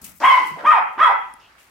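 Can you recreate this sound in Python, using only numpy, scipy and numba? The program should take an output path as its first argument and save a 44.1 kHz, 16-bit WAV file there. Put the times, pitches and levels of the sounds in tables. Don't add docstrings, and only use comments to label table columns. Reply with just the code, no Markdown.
import sys
import numpy as np
from scipy import signal
from scipy.io import wavfile
from scipy.ndimage import uniform_filter1d, minimum_filter1d
from numba import njit

SR = 44100
rng = np.random.default_rng(int(sys.argv[2]) if len(sys.argv) > 2 else 0)


def volts_from_decibels(level):
    exponent = np.asarray(level, float) / 20
    return 10 ** exponent


def int16_out(signal):
    q = np.round(np.clip(np.atleast_2d(signal).T, -1, 1) * 32767)
    wavfile.write(sys.argv[1], SR, q.astype(np.int16))


N = 74970
T = np.arange(N) / SR
LEFT_RIGHT = np.array([[1], [-1]])

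# start_s, pitch_hz, level_db, roughness_0_to_1, mouth_hz
LONG_YAP = [
    (0.2, 262, -73.5, 0.33, 715),
    (.203, 289.2, -38.5, 1.25, 790),
    (0.221, 395, -24.5, 0.92, 830),
    (0.243, 523.2, -6.5, 0.29, 1027),
    (0.257, 542.6, -11, 0.41, 1090),
    (0.288, 548.9, -11.5, .15, 1070),
    (0.304, 512.6, -12.5, 0.21, 1000),
    (0.348, 498.7, -18, 0.33, 1000),
    (0.402, 500, -24.5, 0.65, 876),
]
ARCHED_YAP = [
    (0.629, 200, -43, 0.68, 687),
    (.645, 440.4, -30, 0.81, 920),
    (0.661, 569.4, -13, 0.2, 1195),
    (0.676, 621, -8.5, 0.062, 1246),
    (0.7, 609, -14, 0.077, 1170),
    (.716, 680.5, -10.5, 0.28, 1310),
    (.726, 509.3, -13.5, 0.36, 1000),
    (.765, 409.8, -20, 0.2, 900),
    (0.797, 343.3, -19, 1, 780),
]
LAST_YAP = [
    (0.967, 211.9, -56, 0.67, 806),
    (.981, 379.2, -28, 0.69, 1130),
    (1.003, 585, -14, 0.2, 1224),
    (1.018, 622.4, -15, 0.47, 1210),
    (1.037, 674.3, -8.5, 0.15, 1250),
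    (1.056, 510, -16, 0.041, 1136),
    (1.073, 491.8, -14, 0.095, 1005),
    (1.1, 389, -22.5, 0.62, 778),
    (1.136, 389.6, -20, 0.39, 720),
]
# odd_partials_db, second_hz, second_db, second_width_hz,
# third_hz, third_db, third_width_hz, jaws_open_s
THROATS = [
    (-12, 2228, -6, 1010, 2994, -8.5, 690, 0.2532),
    (-5, 2420, -17.5, 860, 3160, -12.5, 146, 0.61),
    (-2, 2180, -9.5, 170, 3270, -9, 110, 1.025),
]
YAP_PAN = [1.5, -1, -4.5]
# start_s, length_s, level_db, from_hz, to_hz, width_hz
PANT = (1.385, .12, -55, 2350, 3000, 700)
# start_s, rise_s,
# t60_s, level_db, # centre_hz
SCUFFS = [(0, 0.013, 0.61, -52.5, 70.4), (0, 0.023, 0.51, -50.5, 194), (.03, 0.02, 0.27, -50.5, 2470),
          (.198, 0.0046, 0.17, -44.5, 1660), (.198, 0.0031, 1.1, -47.5, 5200), (.21, 0.042, 0.14, -46, 257),
          (.44, 0.042, .4, -71, 59), (.27, 0.048, 0.76, -45.5, 4400), (.6, 0.052, 0.17, -45, 273),
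          (.38, 0.022, 1.1, -47, 313), (.975, 0.0085, 0.1, -44.5, 1845), (.5, 0.015, 0.14, -42.5, 145),
          (.545, 0.026, 1.5, -40, 640), (.575, 0.017, 0.4, -39.5, 1370), (1.2, 0.032, 1.8, -68.5, 58.8),
          (1.39, 0.0097, 1.4, -66.5, 4460), (1.47, 0.043, 0.29, -56, 1636), (1.56, 0.022, 0.64, -58, 2380)]
# start_s, peak_db, ring_hz, t60_s, pan_db
CLAW_TICKS = [(0.0115, -68, 1570, 0.0046, 40.5), (0.0228, -74, 9000, 0.0044, -7.5),
              (0.0504, -30.5, 8500, 0.0086, 10), (.1545, -45, 13400, 0.012, 12.5),
              (1.3385, -35, 9300, 0.007, 12), (1.339, -35, 11000, 0.005, 10), (1.3399, -48, 276, 0.038, 1),
              (1.338, -48, 5270, 0.0074, 11), (1.3381, -57, 7300, 0.017, 9), (1.339, -53, 14000, .006, 7),
              (1.4021, -49.5, 5400, 0.0069, -11), (1.5532, -42, 1400, 0.0084, 2),
              (1.582, -52, 1440, 0.0096, -29.5)]
# start_s, rise_s, t60_s, level_db, centre_hz
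CLOTH = [
    (.012, 0.0054, 0.74, -49, 11000),
    (.04, 0.0029, 0.28, -39.5, 11600),
    (.15, 0.012, 0.58, -55, 13400),
    (.22, 0.039, 1, -47, 8100),
    (.4, 0.078, 0.2, -47, 11000),
    (.92, 0.0095, 0.26, -69, 11000),
    (1.56, 0.036, 0.94, -60.5, 8300),
]
# centre_hz, t60_s, likeness_of_ports_0_to_1
ROOM_FADE = [(200, 0.6, 0.7), (500, 0.35, 0.5), (1000, 0.43, 0.14), (1824, 0.44, 0.12), (4100, 0.18, 0),
             (9000, 0.16, 0)]
# delay_s, level_db, pan_db
ECHOES = [
    (.0031, -17.5, 25.5),
    (.0074, -11.5, -6),
    (0.014, -19, 23.5),
    (.021, -10.5, -1.5),
]
# ring_hz, level_db, t60_s, pan_db
STANDING_TONES = [(1233, -63.5, 0.58, 2), (1995, -56, 0.53, 7.5), (2048, -57.5, 0.55, 9),
                  (2170, -52.5, 0.23, 2.5), (2944, -59, 0.33, 4.5), (3195, -66.5, 0.64, 3.5),
                  (875, -61, 0.65, -0.5), (1023, -57.5, 0.43, -3.5)]
# centre_hz, level_db_per_hz
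HOUSE_COLOUR = [(21, -33), (35, -1), (159, -7.5), (252, -5), (466, -8), (1330, -1.5), (3710, -27),
                (9340, -24), (16000, -24.5)]
# time_s, level_db
HOUSE_LEVEL = [(0, -56.5), (.1, -53.5), (.19, -65.5), (.6, -55), (1.2, -54), (1.7, -57.5)]

JITTER, SHIMMER_DB, BREATH_DB = 0.05, 6, 1
JAW_SHUT_DB, JAW_RISE_S = -9, 0.012
MOUTH_WIDTH_HZ = 645
EFFORT_SECOND, EFFORT_THIRD = 1, 0.24
LIPS_LOW_HZ, LIPS_HIGH_HZ = 573, 3510
CHEST_DB, CHEST_HZ, CHEST_T60_S = 3, 307, 0.092
RASP_DB, RASP_HZ, RASP_WIDTH_HZ = -43.5, 5120, 1500
AIR_DB, AIR_HZ = -51.5, 6000
FADE_S = 0.012
SCUFF_SHARPNESS, CLOTH_SHARPNESS, GRAIN_DB = 1.47, 0.4, 2
CLOTH_PAN_DB = 6
TICK_RISE_S = 0.00023
ROOM_DB, ROOM_GAP_S, ROOM_HOLD_S = 3.5, 0.006, 0.041
TREBLE_LEAN_DB = 0.76
PORT_DIP, PORT_DIP_HZ, PORT_DIP_WIDTH_HZ = 0.27, 11000, 1900
TOP_HZ = 15850


def unit(x):
    return x / np.sqrt(np.mean(x ** 2))


def pan(x, db):
    return x * volts_from_decibels(np.array([[db / 2], [-db / 2]]))


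@njit
def resonator(x, hz, width):
    y, swing, rest = np.empty(len(x)), 0., 0.
    for i in range(len(x)):
        g, damping = np.tan(np.pi * hz[i] / SR), width / hz[i]
        v = (swing + g * (x[i] - rest)) / (1 + g * (g + damping))
        swing = 2 * v - swing
        rest = rest + 2 * g * v
        y[i] = damping * v
    return y


def band(x, hz, width):
    centre = np.clip(hz + 0. * x, 20, .45 * SR)
    return resonator(x + 1e-18, centre, 1. * width)


def band_twice(x, hz, width):
    return band(band(x, hz, width), hz, width)


def noise():
    return rng.standard_normal(N)


def walk(rate):
    k = int(SR / rate)
    return unit(uniform_filter1d(uniform_filter1d(noise(), k), k))


def yap(rows, throat):
    s, hz, db, rough, mouth = np.array(rows).T
    odd_db, second_hz, second_db, second_width, third_hz, third_db, third_width, open_s = throat

    def smooth(values):
        return uniform_filter1d(np.interp(T, s, values), size=180)

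    rough, level = np.clip(smooth(rough), 0, 1), smooth(db)
    phase = 2 * np.pi * np.cumsum(smooth(hz) * (1 + JITTER * rough * walk(305))) / SR
    voice = sum(np.sin(k * phase) * volts_from_decibels(odd_db * (k % 2)) for k in range(1, 16))
    voice = voice * volts_from_decibels(SHIMMER_DB * rough * walk(200))
    breath = noise() * (1 + np.cos(phase)) * volts_from_decibels(BREATH_DB) * 4
    source = np.sqrt(1 - rough ** 2) * voice + rough * breath

    jaw = volts_from_decibels(JAW_SHUT_DB * np.clip((open_s - T) / JAW_RISE_S, 0, 1))
    effort = level - db.max()
    first = band_twice(source, smooth(mouth), MOUTH_WIDTH_HZ)
    second = volts_from_decibels(second_db + EFFORT_SECOND * effort) * band_twice(source, second_hz, second_width)
    third = volts_from_decibels(third_db + EFFORT_THIRD * effort) * band_twice(source, third_hz, third_width)
    lips = signal.butter(4, [LIPS_LOW_HZ, LIPS_HIGH_HZ], "bandpass", fs=SR, output="sos")
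    out = signal.sosfilt(lips, first - jaw * second + jaw * third)

    chest_fade = volts_from_decibels(CHEST_DB - 60 * np.maximum(T - s[0], 0) / CHEST_T60_S)
    out = out + chest_fade * band_twice(source, CHEST_HZ, 270)
    out = out + volts_from_decibels(RASP_DB) * band_twice(source, RASP_HZ, RASP_WIDTH_HZ)
    out = out + volts_from_decibels(AIR_DB) * band(breath, AIR_HZ, 7000)
    return out * volts_from_decibels(level) * (T > s[0]) * np.clip((s[-1] - T) / FADE_S, 0, 1)


def pant():
    s, length, db, from_hz, to_hz, width = PANT
    u = np.clip((T - s) / length, 0, 1)
    hz = from_hz + (to_hz - from_hz) * np.sqrt(u)
    return volts_from_decibels(db) * np.sin(np.pi * u) * unit(band_twice(noise(), hz, width))


def puffs(rows, sharpness):
    out = np.zeros((2, N))
    for s, rise, t60, db, hz in rows:
        u = np.maximum(T - s, 0)
        swell = np.minimum(u / rise, 1) ** 2 * volts_from_decibels(db - 60 * np.maximum(u - rise, 0) / t60)
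        grain = volts_from_decibels(GRAIN_DB * walk(300))
        mid, side = (unit(band_twice(noise(), hz, hz / sharpness)) for _ in range(2))
        spread = min(.12 + hz / 1300, .9)
        out += swell * grain * (mid + spread * side * LEFT_RIGHT)
    return out


def claws():
    out = np.zeros((2, N))
    for s, db, hz, t60, pan_db in CLAW_TICKS:
        u = np.maximum(T - s, 0)
        ring = np.sin(2 * np.pi * hz * u) * np.minimum(u / TICK_RISE_S, 1)
        out += pan(ring * volts_from_decibels(db - 60 * u / t60), pan_db)
    return out


def room(x):
    u = T[:SR]
    a, b = rng.standard_normal((2, SR))
    tail = 0
    for hz, t60, like in ROOM_FADE:
        mid, side = (band_twice(c, hz, hz) for c in (a, b))
        pair = np.sqrt(1 + like) * mid + np.sqrt(1 - like) * side * LEFT_RIGHT
        lean_db = TREBLE_LEAN_DB * max(np.log2(hz / 1000), 0)
        tail = tail + pan(pair, lean_db) * volts_from_decibels(-60 * np.maximum(u - ROOM_HOLD_S, 0) / t60)
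    tail = tail * np.minimum(u / ROOM_GAP_S, 1) ** 2 * volts_from_decibels(ROOM_DB - 34)
    for s, db, pan_db in ECHOES:
        tail += pan(np.sinc((u - s) * SR) * volts_from_decibels(db), pan_db)
    for hz, db, t60, pan_db in STANDING_TONES:
        tail += pan(np.sin(2 * np.pi * hz * u) * volts_from_decibels(db - 60 * u / t60), pan_db)
    return signal.fftconvolve(x, tail, axes=1)[:, :N]


def house():
    out = 0
    colour_hz, colour_db = np.array(HOUSE_COLOUR).T
    for hz in 40 * 2 ** np.arange(0, 8.8, .5):
        mid, side = (band(noise(), hz, hz / 3) for _ in range(2))
        db = np.interp(np.log(hz), np.log(colour_hz), colour_db) + 0.58 * walk(4.8)
        out = out + volts_from_decibels(db) * (mid + min(0.1 + hz / 2000, 1) * side * LEFT_RIGHT)
    return unit(out) * volts_from_decibels(np.interp(T, *np.array(HOUSE_LEVEL).T))


def scene():
    yaps = [yap(rows, throat) for rows, throat in zip((LONG_YAP, ARCHED_YAP, LAST_YAP), THROATS)]
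    paws = puffs(SCUFFS, SCUFF_SHARPNESS) + pant()
    wet = room(sum(yaps) + 0.42 * paws)
    near = claws() + pan(puffs(CLOTH, CLOTH_SHARPNESS), CLOTH_PAN_DB) + house()
    direct = sum(pan(v, pan_db) for v, pan_db in zip(yaps, YAP_PAN))
    return direct + wet + paws + near


def roll_off(x):
    return signal.sosfilt(signal.butter(12, 16520, fs=SR, output="sos"), x)


def record(dry):
    dip = np.array([band(c, PORT_DIP_HZ, PORT_DIP_WIDTH_HZ) for c in dry])
    x = dry - PORT_DIP * dip
    gain = np.minimum(1, .9 / (np.abs(x).max(axis=0) + 1e-9))
    x = x * uniform_filter1d(minimum_filter1d(gain, size=400), size=200)
    x = signal.sosfilt(signal.ellip(8, .2, 60, TOP_HZ, fs=SR, output="sos"), x)
    return roll_off(x)


dry = scene()
out = record(dry)
int16_out(out)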